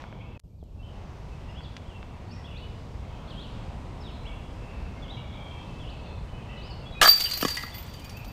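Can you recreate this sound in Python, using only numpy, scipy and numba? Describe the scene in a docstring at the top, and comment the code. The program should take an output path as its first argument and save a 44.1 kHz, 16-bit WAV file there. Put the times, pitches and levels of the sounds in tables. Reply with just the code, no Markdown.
"""In a wooded park, a plastic disc slams into the hanging chains of a metal basket and drops into the tray.
Disc, links and frame are sums of fading sine tones; the links clink on over a dense rattle of tiny hits.
Behind them, shaped noise makes distant traffic rumble and leaf hiss, with a faint hum and whine.
Birds are gliding sine whistles with echoes among the trunks, and small ticks are short bursts of tones.
Early on the background drops out around a click and comes back muffled, then clears."""
import sys
import numpy as np
from scipy import signal
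from scipy.fft import rfft, irfft
from scipy.io import wavfile
from scipy.ndimage import uniform_filter1d, map_coordinates
from numba import njit

SR = 44100
rng = np.random.default_rng(int(sys.argv[2]) if len(sys.argv) > 2 else 0)


def pcm_store(signal):
    """Save signal as 16-bit PCM."""
    levels = np.round(np.clip(np.atleast_2d(signal), -1, 1) * 32767)
    wavfile.write(sys.argv[1], SR, levels.astype(np.int16).T)


N = 366912

# Tone colour of the park noise. Each row: pitch in Hz, relative level in dB per Hz.
PARK_COLOUR = [(13, -30), (22, -3.5), (55, 1.5), (85, 0.5), (189, -8.5), (328, -17), (585, -18),
               (961, -20.5), (1670, -31), (2590, -31.5), (5030, -41), (8720, -50.5), (11200, -60),
               (12100, -60), (16000, -66)]
PARK_DB = -37.5  # level of the park noise before the slow changes below
HUM_HZ, HUM_DB, WHINE_HZ, WHINE_DB = 957, -63, 11800, -87
# Slow swell of the background. 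Each row: time in seconds, level change in dB.
SWELL = [(0, -3.5), (1, -2), (2.5, -1.5), (3.5, 0.5), (5, .5), (8.32, 0)]
# The pitches, in Hz, at which the four background changes below are given.
CHANGE_HZ = [80, 600, 1800, 7000]
# Passing changes of background colour, each in dB at those four pitches.
OPENING_DB, OPENING_FADE_S = [-3, 0.5, 14, 8.5], 0.06  # a brighter hiss that fades at once
# Change before the dropout: level in dB at each of the four pitches.
EARLY_DB = [0, 1.5, -2, -5]
MUFFLED_DB, CLEARS_S = [-1, -12.5, -29, -8.5], (0.6, 0.95)  # from the dropout; clears between these times
CRASH_DB, CRASH_FADE_S = [-7, -9.5, 11.5, 17], 0.7  # the bass dips, the treble rises, and both return
DROPOUT_S, DROPOUT_DB = (0.3773, 0.436), -22

# Small ticks near the microphone. Each row: start in seconds, relative level in dB, centre pitch in Hz.
TICKS = [(.021, -45, 2500), (.04, -36.5, 1000), (.127, -41, 1070), (.396, -53, 4000), (0.399, -48, 4760),
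         (0.628, -44.5, 288), (.639, -60, 5000), (1.607, -43, 1000), (1.767, -35, 2090), (1.77, -40, 2600),
         (1.778, -47, 1600), (2.029, -39.5, 1500), (4.235, -61, 8000)]

# Near warbling bird; each note glides to a turning pitch and on.
# Each row: start in seconds, seconds to the turn, seconds after the turn, start pitch in Hz,
# turning pitch in Hz, end pitch in Hz, level at the turn in dB before wavering.
WARBLES = [(.584, .034, .082, 4867, 3320, 2550, -75), (0.788, 0.021, 0.014, 2700, 2683, 2700, -60),
           (1.32, .014, .016, 2650, 2600, 2490, -58.5), (1.483, 0.019, 0.023, 2598, 2880, 2690, -54.5),
           (1.552, 0.025, 0.027, 2740, 3340, 3400, -49), (1.635, 0.017, .019, 4630, 3580, 3300, -51.5),
           (1.835, .018, 0.032, 2510, 2985, 3500, -61), (1.883, 0.038, .105, 3480, 2770, 2610, -57),
           (2.311, .02, 0.027, 2990, 2460, 2480, -57), (2.442, 0.017, 0.007, 3230, 3400, 3800, -47),
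           (2.466, 0.013, 0.021, 3190, 2800, 2500, -51), (2.507, .01, .028, 3090, 2900, 2410, -50),
           (2.543, 0.028, .03, 2350, 2550, 2860, -53), (2.558, .01, .018, 3250, 3600, 4750, -48),
           (2.602, 0.028, 0.036, 2880, 2964, 2990, -53), (3.298, .014, .033, 4600, 3290, 2580, -50.5),
           (3.36, 0.032, 0.038, 3100, 3292, 4500, -47.5), (3.424, .02, 0.024, 3600, 3080, 2620, -49.5),
           (4.003, .019, .012, 5420, 5200, 3964, -58), (4.034, 0.031, 0.049, 3964, 3670, 2500, -49.5),
           (4.25, .026, 0.021, 2460, 3406, 3320, -46.5), (4.315, .02, .045, 2570, 2725, 2810, -54),
           (5.02, .016, 0.033, 3460, 3410, 2770, -51.5), (5.08, 0.034, .008, 2930, 3930, 3910, -47.5),
           (5.125, 0.024, .015, 3360, 3240, 3096, -49.5), (5.168, .012, 0.025, 2680, 2950, 2770, -48.5),
           (5.798, 0.016, .047, 3470, 3320, 2740, -49), (5.864, .022, .026, 2725, 3050, 4950, -48.5),
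           (6.604, 0.027, .053, 3360, 4600, 5450, -56), (6.7, 0.013, 0.031, 5270, 4470, 4260, -51.5),
           (6.855, .008, 0.033, 3350, 3330, 3480, -46.5), (6.921, .008, 0.029, 4040, 3820, 3820, -48),
           (7.72, 0.014, .024, 3320, 3540, 3340, -48), (7.972, 0.022, .02, 3000, 3140, 2771, -55),
           (8.023, 0.022, .031, 2400, 2450, 2490, -51), (8.14, 0.04, 0.028, 2410, 2695, 2350, -50.5),
           (8.211, 0.024, .01, 2370, 2440, 2460, -53)]
WARBLE_START_DB, WARBLE_END_DB = -5.5, -8  # against the turn
# Farther birds. Each row: start in seconds, length in seconds, start pitch in Hz, end pitch in Hz,
# level in dB before wavering.
WHISTLES = [(.0, .24, 3450, 3290, -67), (.02, 0.13, 3140, 3110, -66), (.1, .25, 2920, 2970, -77),
            (0.057, 0.19, 2240, 2290, -64), (0.207, .17, 2600, 2625, -64), (0.497, .12, 2300, 2600, -88),
            (0.827, 0.026, 2810, 3470, -57), (0.857, 0.054, 3300, 2780, -65),
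            (1.352, 0.16, 1960, 2000, -70), (1.487, 0.086, 5100, 5100, -70), (2.26, 0.072, 4500, 4500, -66),
            (2.31, 0.031, 4900, 5740, -60), (2.356, 0.057, 1940, 1990, -65), (2.672, .15, 4900, 4900, -72),
            (3.001, 0.074, 2096, 2150, -68), (3.08, 0.089, 3170, 3110, -67),
            (3.121, 0.029, 2620, 2480, -58.5), (3.16, .08, 2520, 2520, -81),
            (3.273, 0.027, 3870, 4930, -61), (3.275, 0.022, 3500, 3400, -57), (4.12, .06, 4220, 3980, -61),
            (4.217, 0.12, 2250, 2280, -62), (4.602, 0.31, 2634, 2630, -59), (4.75, 0.31, 2290, 2160, -65),
            (5.169, 0.096, 2300, 2270, -58), (5.319, 0.24, 2265, 2357, -58.5),
            (5.252, 0.11, 3400, 3530, -58.5), (5.327, 0.29, 3260, 3190, -59), (5.42, 0.27, 3500, 3500, -67),
            (4.85, 0.13, 2920, 2840, -71), (4.45, .2, 4900, 5070, -78), (3.6, 0.1, 4830, 4770, -77),
            (1.612, 0.028, 4330, 4930, -59.5), (6.563, 0.032, 4300, 3430, -59),
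            (5.51, 0.45, 2650, 2626, -60), (5.603, 0.18, 3070, 3070, -64), (5.922, 0.23, 2700, 2590, -64),
            (5.95, 0.18, 4260, 4200, -69), (6.023, 0.18, 3540, 3570, -68), (6.277, 0.19, 3000, 3015, -62.5),
            (6.33, 0.17, 2564, 2630, -61), (6.44, 0.12, 1970, 1980, -62.5), (6.48, 0.18, 2700, 2544, -58.5),
            (6.499, 0.22, 2960, 2946, -57), (6.807, 0.054, 2930, 2570, -56), (6.95, 0.04, 2470, 2550, -52)]

# Disc knocks. Each row: start in seconds, relative level of the disc's body in dB,
# low thump in dB compared with the body, before each gets its own trim.
KNOCKS = [(7.016, -1.5, -35), (7.025, -4.5, -26), (7.033, -5, -25), (7.043, -6, -27), (7.048, -10, -14),
          (7.058, -4.5, -36), (7.077, -6.5, -38), (7.219, -34, -12), (7.427, -13.5, 2.5), (7.45, -15, 5.5),
          (7.483, -32, -16), (7.635, -24.5, -7)]
# Ringing tones of the disc. Each row: pitch in Hz, relative level in dB, time to fade by 60 dB in seconds.
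DISC_TONES = [(695, -0.5, 0.021), (900, -11, 0.026), (1055, -4.5, 0.023), (1189, 1, 0.032),
              (1289, 1, 0.034), (1684, -1.5, 0.033), (2120, -7, 0.02), (3260, -2, 0.018)]
# Low thump tones of a knock. Each row: pitch in Hz, relative level in dB, time to fade by 60 dB in seconds.
THUMP_TONES = [(146, -12, 0.038), (192, -2, 0.032), (278, -1.5, 0.043), (485, -1.5, 0.021)]
THUMP_SCATTER_DB, SINGING_SCATTER_DB = 1.5, 4  # chance spread of the tone levels

# Link collisions. Each row: start in seconds, then relative levels in dB of the crack, the link ring,
# the link overtones and the frame, then the pitch in Hz favoured in the frame.
CLINKS = [(7.014, -12.5, -35, -40, -4, 1660), (7.027, -10.5, -27, -37, -32, 1670),
          (7.0499, -15.5, -11, -35, -28, 3120), (7.06, -32, -12.5, -28, -28, 4220),
          (7.074, -23, -23, -24, -20, 4230), (7.0792, -14, -8, -34, -25, 4320),
          (7.0867, -21.5, -4.5, -21, -28, 4170), (7.1753, -31, -25, -40, -48, 3130),
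          (7.204, -20, -28, -29, -46, 4250), (7.2396, -27, -18.5, -33, -32, 3430),
          (7.2552, -29, -22.5, -37, -20, 2970), (7.2976, -32, -39, -41, -27, 4250),
          (7.311, -27, -28, -39, -25, 4300), (7.3342, -26, -40, -32, -22, 4240),
          (7.3734, -26.5, -37, -25.5, -38, 3400), (7.4102, -26, -39, -29, -41, 4260),
          (7.423, -23.5, -35, -47, -29, 2910), (7.449, -23, -26, -50, -22, 1870),
          (7.481, -22.5, -24.5, -47, -26, 4260), (7.5073, -29.5, -25.5, -33.5, -30, 1670),
          (7.5462, -32, -45, -44, -37, 3170), (7.5682, -25.5, -28.5, -47, -19.5, 1920),
          (7.6254, -37, -36, -50, -24.5, 1990), (7.662, -46, -44, -55, -30, 1990),
          (7.7434, -41, -49, -43, -29, 2100), (7.7814, -40, -53, -41, -34, 2630),
          (7.827, -45, -53, -54, -43, 3720), (7.864, -45, -55, -63, -55, 3110),
          (7.937, -40.5, -42.5, -56, -44, 3050), (7.995, -44, -53, -58, -45, 2950),
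          (8.0443, -40, -57, -50, -42, 2500), (8.094, -37.5, -50, -56, -46, 1980),
          (8.169, -43.5, -50, -44, -51.5, 2640), (8.2449, -43, -52, -57, -55, 2360),
          (8.2794, -55, -56, -48, -58, 2380)]
# Main ring of a link. Each row: pitch in Hz, relative level in dB, time to fade by 60 dB in seconds.
LINK_TONES = [(4592, -9, .7), (4650, 0, .22), (4696, -1, .18)]
# High overtones of a link. Each row: pitch in Hz, relative level in dB, time to fade by 60 dB in seconds.
OVERTONES = [(13000, -21, 0.27), (12930, -11, .2), (13240, -12, 0.21), (13600, -2.5, 0.16),
             (13730, 3.5, 0.3), (14100, -1, 0.19), (13950, -13, 0.16), (14980, -17, .1), (15150, -19, .1)]
# Tones of the metal frame. Each row: pitch in Hz, relative level in dB, time to fade by 60 dB in seconds.
FRAME_TONES = [(1670, -3.5, 0.2), (1910, -5, 0.23), (1972, -7, 0.21), (2056, -6.5, 0.3), (2210, -18, .15),
               (2510, -6, 0.21), (2720, -5, 0.18), (2910, 1, 0.19), (3140, -2, 0.22), (3320, -5, .15),
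               (3660, -3, 0.14), (4260, -7, .15), (4240, 3, 0.16), (4860, -4, 0.22), (5080, -10, .15),
               (5540, -16, .15)]
# Tone colour of cracks and rattle. Each row: pitch in Hz, relative level in dB.
RATTLE_COLOUR = [(120, -51), (200, -13.5), (1480, -15.5), (3020, -8.5), (3900, -9), (4680, -8.5),
                 (6880, -14), (11700, -21), (13600, -47), (16000, -35)]
RATTLE_DB, RATTLE_FALL_DB_S = -14, 253  # rattle after each collision, against its crack; fall in dB per second
SWING_DB, SWING_FALL_DB_S = -36.5, 29  # rattle of the swinging chains between collisions
LIGHT_DB, LIGHT_TILT = -37, 0.27  # cracks below this level lose bass: dB per octave for each dB lighter

TOP_HZ = 15900  # highest pitch the microphone input passes


def undb(db):
    """Turn decibels into a plain multiplier."""
    return 10 ** (np.asarray(db) / 20)


def level(x, db):
    """Scale a sound to an average (RMS) level in dB."""
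    return x * undb(db) / np.sqrt(np.mean(x ** 2))


def curve(s, values):
    """Join values at the given seconds with straight lines, over the whole scene."""
    return np.interp(np.arange(N) / SR, s, values)


def walk(rate):
    """Random values held for 1 / rate seconds and smoothed twice; their spread is near 1."""
    hold = int(SR / rate)
    steps = np.repeat(rng.standard_normal(N // hold + 1), hold)
    smooth = uniform_filter1d(uniform_filter1d(steps, hold), hold)
    return 1.296 * smooth[:N]


def colour(x, points):
    """Make some pitches louder than others, following (Hz, dB) points."""
    hz, db = np.transpose(points)
    f = np.maximum(np.arange(len(x) // 2 + 1) * SR / len(x), 1)
    gain = undb(np.interp(np.log(f), np.log(hz), db))
    return irfft(rfft(x) * gain, len(x))


def echo(x, wet_db, t60):
    """Trunks scatter the sound into a noisy tail that fades by 60 dB in t60 seconds."""
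    t = np.arange(SR) / SR
    tail = rng.standard_normal(SR) * 1000 ** (-t / t60)
    tail = tail * (t > .008)  # the first echo comes after 8 ms
    tail = level(tail, wet_db) / np.sqrt(SR)
    return x + signal.fftconvolve(x, tail)[:N]


@njit
def partials(out, at, size, pole):
    """Add one fading sine for each start sample, size and pole, until it has fallen 50 dB."""
    for k in range(len(at)):
        z = size[k] + 0j
        for i in range(at[k], min(len(out), at[k] + int(-5.8 / np.log(abs(pole[k]))))):
            out[i] += z.imag
            z *= pole[k]  # one small turn and one small loss per sample
    return out


def strike(s, db, hz, t60):
    """Struck things ring as fading sines: start s, dB, Hz, 60 dB fade s; negative Hz starts in opposition."""
    s, db, hz, t60 = (np.ravel(v) for v in np.broadcast_arrays(s, db, hz, t60))
    pole = np.exp(2j * np.pi * hz / SR - np.log(1000) / (t60 * SR))
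    return partials(np.zeros(N), (s * SR).astype(np.int64), undb(db), pole)


def background_db(octave):
    """Background level change over time at one pitch (log2 of Hz): slow swell plus the passing changes."""
    t = np.arange(N) / SR
    early, since_crash = t < DROPOUT_S[0], t - CLINKS[0][0]

    def at_pitch(db):
        """Read a four-pitch change at this pitch."""
        return np.interp(octave, np.log2(CHANGE_HZ), db)

    change = curve(*np.transpose(SWELL))
    change = change + at_pitch(OPENING_DB) * np.exp(-t / OPENING_FADE_S)
    change = change + at_pitch(EARLY_DB) * early
    change = change + at_pitch(MUFFLED_DB) * ~early * curve(CLEARS_S, [1, 0])
    crash_fade = (since_crash > 0) * np.exp(-np.abs(since_crash) / CRASH_FADE_S)
    return change + at_pitch(CRASH_DB) * crash_fade


def park():
    """Rumble and hiss: noise in half-octave bands that drift together and flicker alone, plus hum and whine."""
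    noise = rfft(level(colour(rng.standard_normal(N), PARK_COLOUR), PARK_DB))
    octave = np.log2(np.maximum(np.arange(len(noise)) * SR / N, 16))
    out = 0
    for centre in np.arange(4, 14.6, .5):
        band = irfft(noise * np.clip(1 - 2 * np.abs(octave - centre), 0, 1), N)
        out = out + band * undb(background_db(centre) + 1.0 * walk(6))
    hum_level = undb(HUM_DB + 2.1 * walk(4.0)) * undb(background_db(np.log2(HUM_HZ)))
    hum = hum_level * np.sin(2 * np.pi * np.cumsum(HUM_HZ + 4 * walk(8)) / SR)
    t = np.arange(N) / SR
    whine = np.sqrt(2) * undb(WHINE_DB) * np.sin(2 * np.pi * WHINE_HZ * t)
    return out + hum + whine


def note(s, hz, db):
    """A near-sine whistle with soft ends; returns its first sample and its sound."""
    t = np.arange(int(s[0] * SR), int(s[-1] * SR)) / SR
    ends = np.clip(np.minimum(t - s[0], s[-1] - t) / 0.0016, 0, 1)  # 1.6 ms fades
    loudness = np.sqrt(2) * ends * undb(np.interp(t, s, db))
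    phase = 2 * np.pi * np.cumsum(np.interp(t, s, hz)) / SR
    return int(s[0] * SR), loudness * np.sin(phase)


def birds():
    """Gliding whistles: the near warbler is clear with a halo of echoes, far ones waver through the leaves."""
    near, far = np.zeros(N), np.zeros(N)
    for s, to_turn, from_turn, *hz, db in WARBLES:
        times = [s, s + to_turn, s + to_turn + from_turn]
        at, sound = note(times, hz, [db + WARBLE_START_DB, db, db + WARBLE_END_DB])
        near[at:at + len(sound)] += sound
    for s, length, start_hz, end_hz, db in WHISTLES:
        at, sound = note([s, s + length], [start_hz, end_hz], [db, db])
        far[at:at + len(sound)] += sound
    # a path length that wanders by some samples smears the pitch
    far = map_coordinates(far, [np.arange(N) + 9 * walk(90)], order=3)
    far = far * undb(4.1 * walk(70) - 1.5)
    near = echo(near * undb(2.06 * walk(90)), wet_db=-1.0, t60=0.86)
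    # far echoes from before the dropout stop where it starts
    before = np.arange(N) < DROPOUT_S[0] * SR
    far_before = before * echo(far, wet_db=-1, t60=0.92)
    far_after = echo(far * ~before, wet_db=2.5, t60=0.66)
    return near + far_before + far_after


def ticks():
    """Each tick is a few quickly fading tones around its centre; a lower centre gives less treble."""
    out = 0
    for s, db, hz in TICKS:
        tones = np.minimum(hz * np.array([.6, 1, 1.5, 2.2, 3.1]), 15000)
        tick = strike(s, db + np.array([-2.5, 6.5, 6, 4.5, -18.0]), tones, 5 / hz + 0.00088)
        treble_cut = signal.butter(2, min(2.5 * hz, 15000), fs=SR, output="sos")
        out = out + signal.sosfilt(treble_cut, tick)
    return out


def ring(tones, s, db, scatter_db, detune):
    """Each blow shares itself differently over the tones, slightly detuned; neighbours start in opposition."""
    hz, tone_db, t60 = np.transpose(tones)
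    chance = rng.standard_normal((len(s), 2, len(tones)))
    opposition = (-1) ** np.arange(len(tones))
    hz = opposition * hz * (1 + detune * chance[:, 0])
    blow_db = np.reshape(db, (len(s), -1))
    return strike(s[:, None], blow_db + tone_db + scatter_db * chance[:, 1], hz, t60)


def jingle(s, db, t60, spread_s, count, thins):
    """Each collision sets off many short tones at chance pitches; with thins, light ones lose bass."""
    chance = rng.random((len(s), 3, count))
    hz = 400 + 15000 * chance[:, 0]
    colour_hz, colour_db = np.transpose(RATTLE_COLOUR)
    tone_db = np.interp(np.log(hz), np.log(colour_hz), colour_db)
    light = np.maximum(LIGHT_DB - db, 0)[:, None] * thins
    tone_db = tone_db + LIGHT_TILT * light * np.log2(hz / 7000)
    start = s[:, None] + spread_s * chance[:, 1] ** 2
    return strike(start, db[:, None] + tone_db, hz, t60 * (0.17 + 1.74 * chance[:, 2]))


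def chains():
    """Link collisions crack, ring the links and shake the frame; a dense rattle follows and fills between."""
    s, crack_db, link_db, over_db, frame_db, frame_hz = np.transpose(CLINKS)
    hits = ring(LINK_TONES, s, link_db - 6, scatter_db=1.0, detune=0)
    hits += jingle(s, crack_db - 2.5, t60=0.026, spread_s=.005, count=60, thins=True)
    # several links take part in each collision
    hits += ring(OVERTONES, np.repeat(s, 3), np.repeat(over_db, 3) - 18.0, scatter_db=8, detune=.003)
    # where a link strikes the frame decides which tones speak
    octaves_apart = np.abs(np.log2(np.array(FRAME_TONES)[:, 0] / frame_hz[:, None]))
    shake_db = frame_db[:, None] - 9.5 - 45 * np.minimum(octaves_apart, .4)
    hits += ring(FRAME_TONES, s, shake_db, scatter_db=2.0, detune=0.0022)

    # 1500 small collisions at chance times, denser towards the start
    chance = rng.random((1500, 2)).T
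    at = s[0] + (N / SR - s[0]) * chance[0] ** 1.5
    since = at[:, None] - s
    after = (since >= 0) * undb(crack_db + RATTLE_DB - RATTLE_FALL_DB_S * np.abs(since))
    swing = undb(SWING_DB - SWING_FALL_DB_S * (at - s[0]))
    small_db = 10 * np.log10(np.sum(after ** 2, axis=1) + swing ** 2)
    small_db = small_db - 2.6 * np.log(chance[1])  # a few are much louder than the rest
    rattle = jingle(at, small_db - 4.5, t60=0.054, spread_s=0.0015, count=12, thins=False)

    # every third small collision keeps the links singing; the main ring grows once the chains swing free
    sing_at, sing_db = at[::3], small_db[::3]
    free_db = np.interp(sing_at, [7.06, 7.15], [-20, 0])
    singing = ring(OVERTONES, sing_at, sing_db - 26.5, scatter_db=SINGING_SCATTER_DB, detune=.01)
    singing += ring(LINK_TONES, sing_at, sing_db + free_db - 14.5, scatter_db=6.5, detune=.001)
    return hits + rattle + singing


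def disc():
    """Plastic knocks on pole, chains and tray: short body tones plus a low thump."""
    s, db, low_db = np.transpose(KNOCKS)
    body = ring(DISC_TONES, s, db - 8.5, scatter_db=3.0, detune=0.03)
    thump = ring(THUMP_TONES, s, db + low_db - 5.0, scatter_db=THUMP_SCATTER_DB, detune=.02)
    return body + thump


def scene():
    """Add everything up; the dropout dips only the park and the birds."""
    a, b = DROPOUT_S
    kept = undb(curve([a - .001, a, b, b + .001], [0, DROPOUT_DB, DROPOUT_DB, 0]))
    background = kept * (park() + birds())
    crash = echo(disc() + chains(), wet_db=-19.5, t60=0.54)
    return (background + ticks() + crash)[None]


def record(dry):
    """The microphone input rounds the loudest peaks and cuts the top."""
    rounded = np.tanh(0.77 * dry) / 0.83
    top_cut = signal.ellip(10, .2, 80, TOP_HZ, fs=SR, output="sos")
    return signal.sosfilt(top_cut, rounded)


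dry = scene()
out = record(dry)
pcm_store(out)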